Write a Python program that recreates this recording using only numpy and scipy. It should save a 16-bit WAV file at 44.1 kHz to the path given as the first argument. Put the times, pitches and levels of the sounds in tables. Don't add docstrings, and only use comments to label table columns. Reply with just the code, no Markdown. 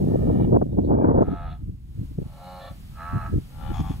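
import sys
import numpy as np
from scipy import signal
from scipy.fft import rfft, irfft, next_fast_len
from scipy.io import wavfile
from scipy.ndimage import uniform_filter1d, map_coordinates

SR = 44100
rng = np.random.default_rng(int(sys.argv[2]) if len(sys.argv) > 2 else 0)


def file_out(sig):
    cols = np.atleast_2d(sig).T
    lim = np.clip(cols, -1, 1)
    pcm = np.round(lim * 32767).astype(np.int16)
    wavfile.write(sys.argv[1], SR, pcm)


N = 176400
ONE_PORT = 0.74

# f/Hz, width/Hz, level/dB
THROAT_A = [(795, 140, -1.5), (1223, 170, 8), (1800, 99, 5), (2322, 81, 0), (2913, 80, -7),
            (3390, 450, -15), (3750, 180, -13.5)]
THROAT_B = [(523, 61, -10), (713, 90, 0.5), (851, 87, -5.5), (1273, 98, 0), (1653, 210, -14.5),
            (2090, 160, -20.5), (2500, 230, -22.5), (2820, 120, -22.5), (3420, 180, -21.5),
            (3765, 180, -23), (4090, 220, -26)]
THROAT_C = [(189, 58, -3), (568.5, 56, 0), (728, 87, -4), (823, 87, -0.5), (1110, 87, -8.5),
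            (1294, 93, -6.5), (1715, 100, -19), (2200, 120, -20), (2340, 100, -22), (2920, 100, -20),
            (3850, 250, -21), (4120, 300, -17), (4520, 160, -23)]
THROAT_C_LATE = [(163, 42, -6.5), (563, 39, 5.5), (694, 66, -0.5), (788, 61, -2), (1140, 85, -6.5),
                 (1330, 97, -10.5), (1770, 90, -10), (2330, 140, -17.5), (2910, 120, -17), (3530, 210, -13),
                 (4070, 660, -14)]
THROAT_D = [(525, 60, -16.5), (682, 89, -9.5), (861, 110, -6.5), (1138, 53, -4), (1278, 79, 4),
            (1657, 156, -8), (1880, 98, -20), (2170, 170, -23.5), (2540, 100, -21.5), (2780, 130, -27),
            (4060, 150, -29)]
THROAT_E = [(540, 91, -3.5), (818, 114, 2), (1196, 130, -4.5), (1349, 93, -2.5), (1700, 180, -11.5),
            (2370, 200, -16), (3000, 250, -15), (3520, 280, -16), (4230, 400, -26)]
THROAT_F = [(804, 190, 7), (1086, 194, 3.5), (1660, 160, -8), (2400, 410, -8), (3324, 260, -2.5),
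            (4300, 400, -19), (5330, 300, -15.5), (6670, 680, -14)]


def amp(db):
    return 10 ** (np.asarray(db) / 20)


def unit(x):
    return x / np.sqrt(np.mean(x ** 2) + 1e-20)


def local_level(x, samples, floor=1e-12):
    return np.sqrt(np.abs(uniform_filter1d(x ** 2, samples)) + floor)


def along(points, hz):
    f, values = np.transpose(points)
    return np.interp(np.log(hz + 1), np.log(f + 1), values)


def clock():
    return np.arange(N) / SR


def curves(rows):
    times, *columns = np.transpose(rows)
    return [np.interp(clock(), times, column) for column in columns]


def filtered(x, response):
    size = next_fast_len(N + SR // 2)
    return irfft(rfft(x, size) * response(np.fft.rfftfreq(size, 1 / SR)), size)[..., :N]


def split(x, hz, order=8):
    low = filtered(x, lambda f: 1 / (1 + (f / hz) ** order))
    return low, x - low


def air(colour, width, one_port):
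    noise = filtered(rng.standard_normal((2, N)), lambda f: amp(along(colour, f)))
    mid, other = map(unit, noise)
    side = filtered(mid, lambda f: 1j * one_port ** .5 * amp(along(width, f)))
    side += filtered(other, lambda f: (1 - one_port) ** .5 * amp(along(width, f)))
    return np.array([mid - side, mid + side])


def hiss():
    loudness = [(.03, -65.5), (.33, -68), (.7, -75.5), (.88, -74), (.96, -80), (1.15, -78.5), (1.28, -75),
                (1.82, -78.5), (2.05, -69.5), (2.16, -72), (2.45, -66), (3.4, -66.5), (3.9, -63)]
    colour = [(200, 10.5), (700, 8), (1500, 3.5), (3000, 3), (5000, -1), (8000, -0.5), (12500, 0),
              (15500, -3.5)]
    width = [(300, -2.5), (3000, 2), (5000, 4), (8000, -20.5), (13000, -7.5)]
    level_db, = curves(loudness)
    return air(colour, width, 0) * amp(level_db + 7)


def birds():
    calls = [(0.663, .11, 3670, 50, -78.5), (.835, 0.045, 3990, 400, -68.5), (0.942, 0.14, 2330, 50.4, -70),
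             (0.973, 0.079, 1596, 40.5, -60.5), (1.21, .035, 6600, 300, -73)]
    out = np.zeros(N)
    for start, length, hz, width, db in calls:
        note = unit(filtered(rng.standard_normal(N), lambda f: np.exp(-.5 * ((f - hz) / width) ** 2)))
        progress = np.clip((clock() - start) / length, 0, 1)
        out += amp(db) * note * np.sqrt(np.abs(np.sin(np.pi * progress)))
    return out


def breeze():
    loudness = [(1.2, -41.5), (1.5, -30.5), (1.57, -38.5), (1.68, -33), (1.8, -42), (2.02, -35),
                (2.3, -40.5), (2.38, -46), (2.6, -46.5), (2.85, -40), (3.05, -40.5), (3.3, -31),
                (3.5, -44.5), (3.62, -33), (3.8, -29), (4, -34)]
    colour = [(12, -30), (20, -1.5), (43, 7), (139, -1), (293, -18), (450, -37), (1500, -100)]
    width = [(60, -10.5), (240, -3), (950, 9)]
    level_db, = curves(loudness)
    rumble = air(colour, width, ONE_PORT)
    return rumble / local_level(rumble.mean(0), samples=3000, floor=.05) * amp(level_db)


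def gust():
    long_gust = [(0, -21, 305), (.25, -20.5, 326), (.48, -20.5, 318), (.57, -24, 390), (.6, -23.5, 278),
                 (.68, -29.5, 230), (.76, -25, 268), (.87, -21.5, 298), (.92, -21.5, 493), (1, -19.5, 495),
                 (1.13, -26.5, 429), (1.22, -26.5, 450), (1.26, -33.5, 230), (1.38, -57.5, 149.3)]
    puffs = [(0.297, 0.019, -19, 420), (0.416, 0.007, -17, 376), (0.538, 0.018, -14.5, 400),
             (0.568, 0.0045, -18, 580), (0.622, 0.0057, -17.5, 660), (0.731, 0.003, -22.5, 460),
             (0.745, 0.0032, -18.5, 350), (0.788, 0.0088, -17.5, 440), (.908, 0.0021, -17, 656),
             (0.93, 0.027, -20.5, 550), (1.05, 0.006, -15, 725), (1.092, 0.017, -16.5, 603),
             (1.118, 0.0035, -19, 610), (1.155, 0.0098, -16, 506), (1.186, 0.0093, -16, 610),
             (1.219, 0.011, -16.5, 598), (1.283, 0.0051, -21, 310), (1.313, 0.027, -25.5, 216),
             (1.633, 0.011, -29, 138), (1.693, 0.015, -29.5, 171), (2.01, 0.023, -27, 163),
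             (2.116, 0.0058, -38.5, 197), (2.188, 0.0039, -22.5, 287), (2.193, 0.0091, -25.5, 169),
             (2.223, 0.0058, -25, 209), (2.264, 0.007, -33, 201), (2.719, 0.0066, -30.5, 141),
             (3.158, 0.018, -19.5, 150), (3.35, 0.025, -19.5, 168), (3.384, 0.004, -17.5, 230),
             (3.708, 0.013, -27, 166), (3.805, 0.0094, -19, 155), (3.909, 0.008, -23.5, 165)]
    colour = [(15, -30.5), (25, -10.5), (70, 2), (150, 2.5), (260, 2.5), (420, -0.5), (750, -1), (1300, -6),
              (2000, -5.5)]
    width = [(30, -15.5), (60, -11.5), (180, -1.5), (500, 5.5), (1600, 6)]
    swirls_per_s, swirl_db, swirl_reach = 170, 1.26, 0.12
    t = clock()
    level_db, gust_hz = curves(long_gust)
    swirls = map_coordinates(rng.standard_normal(2000), [t * swirls_per_s])
    power = amp(2 * (level_db + swirl_db * swirls))
    weighted_hz = power * gust_hz
    for at, half_length, db, puff_hz in puffs:
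        puff = amp(2 * db) / (1 + ((t - at) / half_length) ** 6)
        power += puff
        weighted_hz += puff * puff_hz
    reach_hz = weighted_hz / power * np.exp(swirl_reach * swirls)
    rest = air(colour + [(4000, -20), (8000, -80)], width, ONE_PORT)
    wind = 0
    for hz in np.geomspace(100, 2800, 9):
        band, rest = split(rest, hz * 1.23, order=10)
        wind += band * np.exp(-(hz / reach_hz) ** 1.495)
    fade_in = np.minimum(t / .003, 1)
    return wind / local_level(wind.mean(0), samples=900) * np.sqrt(power) * amp(-2) * fade_in


def bush_echo(sound):
    decay = [(300, 0.11), (1500, 0.29), (6000, 0.034)]
    hz, t, noise = signal.stft(rng.standard_normal((2, SR // 2)), SR, nperseg=256)
    tail = signal.istft(noise * amp(-60 * t / along(decay, hz)[:, None]), SR, nperseg=256)[1]
    return amp(-13) * signal.fftconvolve(sound, tail / np.linalg.norm(tail[0]), axes=1)[:, :N]


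def grass_blur(x, longest_s=.006, band_hz=300):
    delays = rng.uniform(0, longest_s, size=80)
    delay = lambda f: np.interp(f / band_hz, np.arange(len(delays)), delays)
    return filtered(x, lambda f: np.exp(-2j * np.pi * np.cumsum(delay(f)) * f[1]))


def vocal_folds(pitch_hz, rough, jitter_s=0.00062, scatter_db=1):
    cycles = np.cumsum(pitch_hz) / SR
    flaps = np.flatnonzero(np.diff(np.floor(cycles)))
    timing, size = rng.standard_normal((500, 2))[:len(flaps)].T
    when = np.clip(flaps + timing * jitter_s * SR * rough[flaps], 0, N - 1).astype(int)
    pulses = unit(np.bincount(when, amp(scatter_db * size * rough[flaps] ** .5), N))
    puffs = unit(rng.standard_normal(N) * np.exp(-(cycles % 1)))
    return np.array([pulses, puffs])


def throat_response(throat, f):
    peaks = sum(amp(db) * (1j * f * width / (hz * hz - f * f + 1j * f * width)) ** 2
                for hz, width, db in throat)
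    low_hz, high_hz = .75 * min(throat)[0], 1.15 * max(throat)[0]
    return peaks / (1 + (f / high_hz) ** 10) / (1 + (low_hz / (f + 1)) ** 10)


def grunt(throat, end_throat, start, full, crack, end, top_hz, top_s, arch_s,
          rough, body_db, crack_db, treble_db, growth_db_per_s, pan_db):
    pitch_sag, crack_s = .055, 0.036
    swell_db, release_db_per_s = 22.5, 329.5
    rasp_db, rasp_release_db_per_s = 3.5, 200
    t = clock()
    pitch_hz = top_hz * (1 - pitch_sag * np.minimum(np.abs((t - top_s) / arch_s) ** 3, 1))
    early = np.clip((full - t) / (full - start), 0, None)
    cracked = np.clip((t - crack) / crack_s, 0, 1)
    before_s, after_s = np.maximum(start - t, 0), np.maximum(t - end, 0)
    effort_db = -swell_db * early - release_db_per_s * (before_s + after_s)
    treble_db = treble_db + growth_db_per_s * (np.clip(t, start, end) - top_s)
    treble_db += rasp_db * cracked - rasp_release_db_per_s * after_s
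    edges = np.maximum(np.minimum(4 * early, 1), cracked)
    rough = np.clip(rough + 0.2 * edges, 0, .9)
    pulses, puffs = grass_blur(vocal_folds(pitch_hz, rough))
    breath = np.array([rough, np.clip(rough + 0.37, 0, 1)])
    source = np.sqrt(1 - breath) * pulses + np.sqrt(breath) * puffs
    ringing = (1 - cracked) * filtered(source, lambda f: throat_response(throat, f))
    ringing += cracked * filtered(source, lambda f: throat_response(end_throat, f))
    voice = 0
    for band, db in enumerate([body_db + crack_db * cracked, treble_db]):
        part = split(ringing[band], hz=2230)[band]
        voice += part / local_level(part, samples=2600) * amp(db + effort_db)
    return voice * amp([[pan_db / 2], [-pan_db / 2]])


def herd():
    # throat, throat after the crack, start/s, full voice/s, crack/s, end/s, top pitch/Hz,
    # time of that top/s, half length of the pitch arch/s, roughness (0-1), body level/dB,
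    # its change at the crack/dB, treble level/dB, its growth/(dB per s), left over right/dB
    grunts = [(THROAT_A, THROAT_A, 0.012, 0.1, .39, 0.445, 89, 0.27, .25, 0.11, -59.5, 0, -69, 34, 0),
              (THROAT_B, THROAT_B, 1.04, 1.322, 1.47, 1.533, 86.4, 1.37, .11, .1, -42.5, -6.5, -64.5, 16, -1.5),
              (THROAT_C, THROAT_C_LATE, 2.223, 2.473, 2.585, 2.69, 91, 2.53, .18, 0.036, -42.5, -1.1, -59, 5.9, -0.9),
              (THROAT_D, THROAT_D, 2.94, 3.005, 3.18, 3.27, 87.8, 3.115, .11, .04, -38, -0.86, -60.5, -26, -3.2),
              (THROAT_E, THROAT_F, 3.502, 3.635, 3.72, 3.745, 75.9, 3.65, .17, 0.094, -46, 2, -60, 35, 10.2),
              (THROAT_F, THROAT_F, 3.71, 3.765, 3.79, 3.805, 89, 3.8, .1, .12, -42.5, -2, -52, 10, 6.9),
              (THROAT_F, THROAT_F, 3.81, 3.845, 3.875, 3.925, 97, 3.87, .07, .1, -44.5, -3.5, -59.5, 15, 6.5)]
    left_lead = [(100, 0.18), (500, -0.3), (1300, 0.1), (2600, -0.43), (4000, -0.3)]
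    voices = sum(grunt(*row) for row in grunts)
    direct = filtered(voices, lambda f: np.exp(.5j * along(left_lead, f) * np.array([[1], [-1]])))
    return direct + bush_echo(direct)


def scene():
    return herd() + gust() + breeze() + birds() + hiss()


def record(dry):
    return filtered(dry, lambda hz: hz < 15760)


dry = scene()
out = record(dry)
file_out(out)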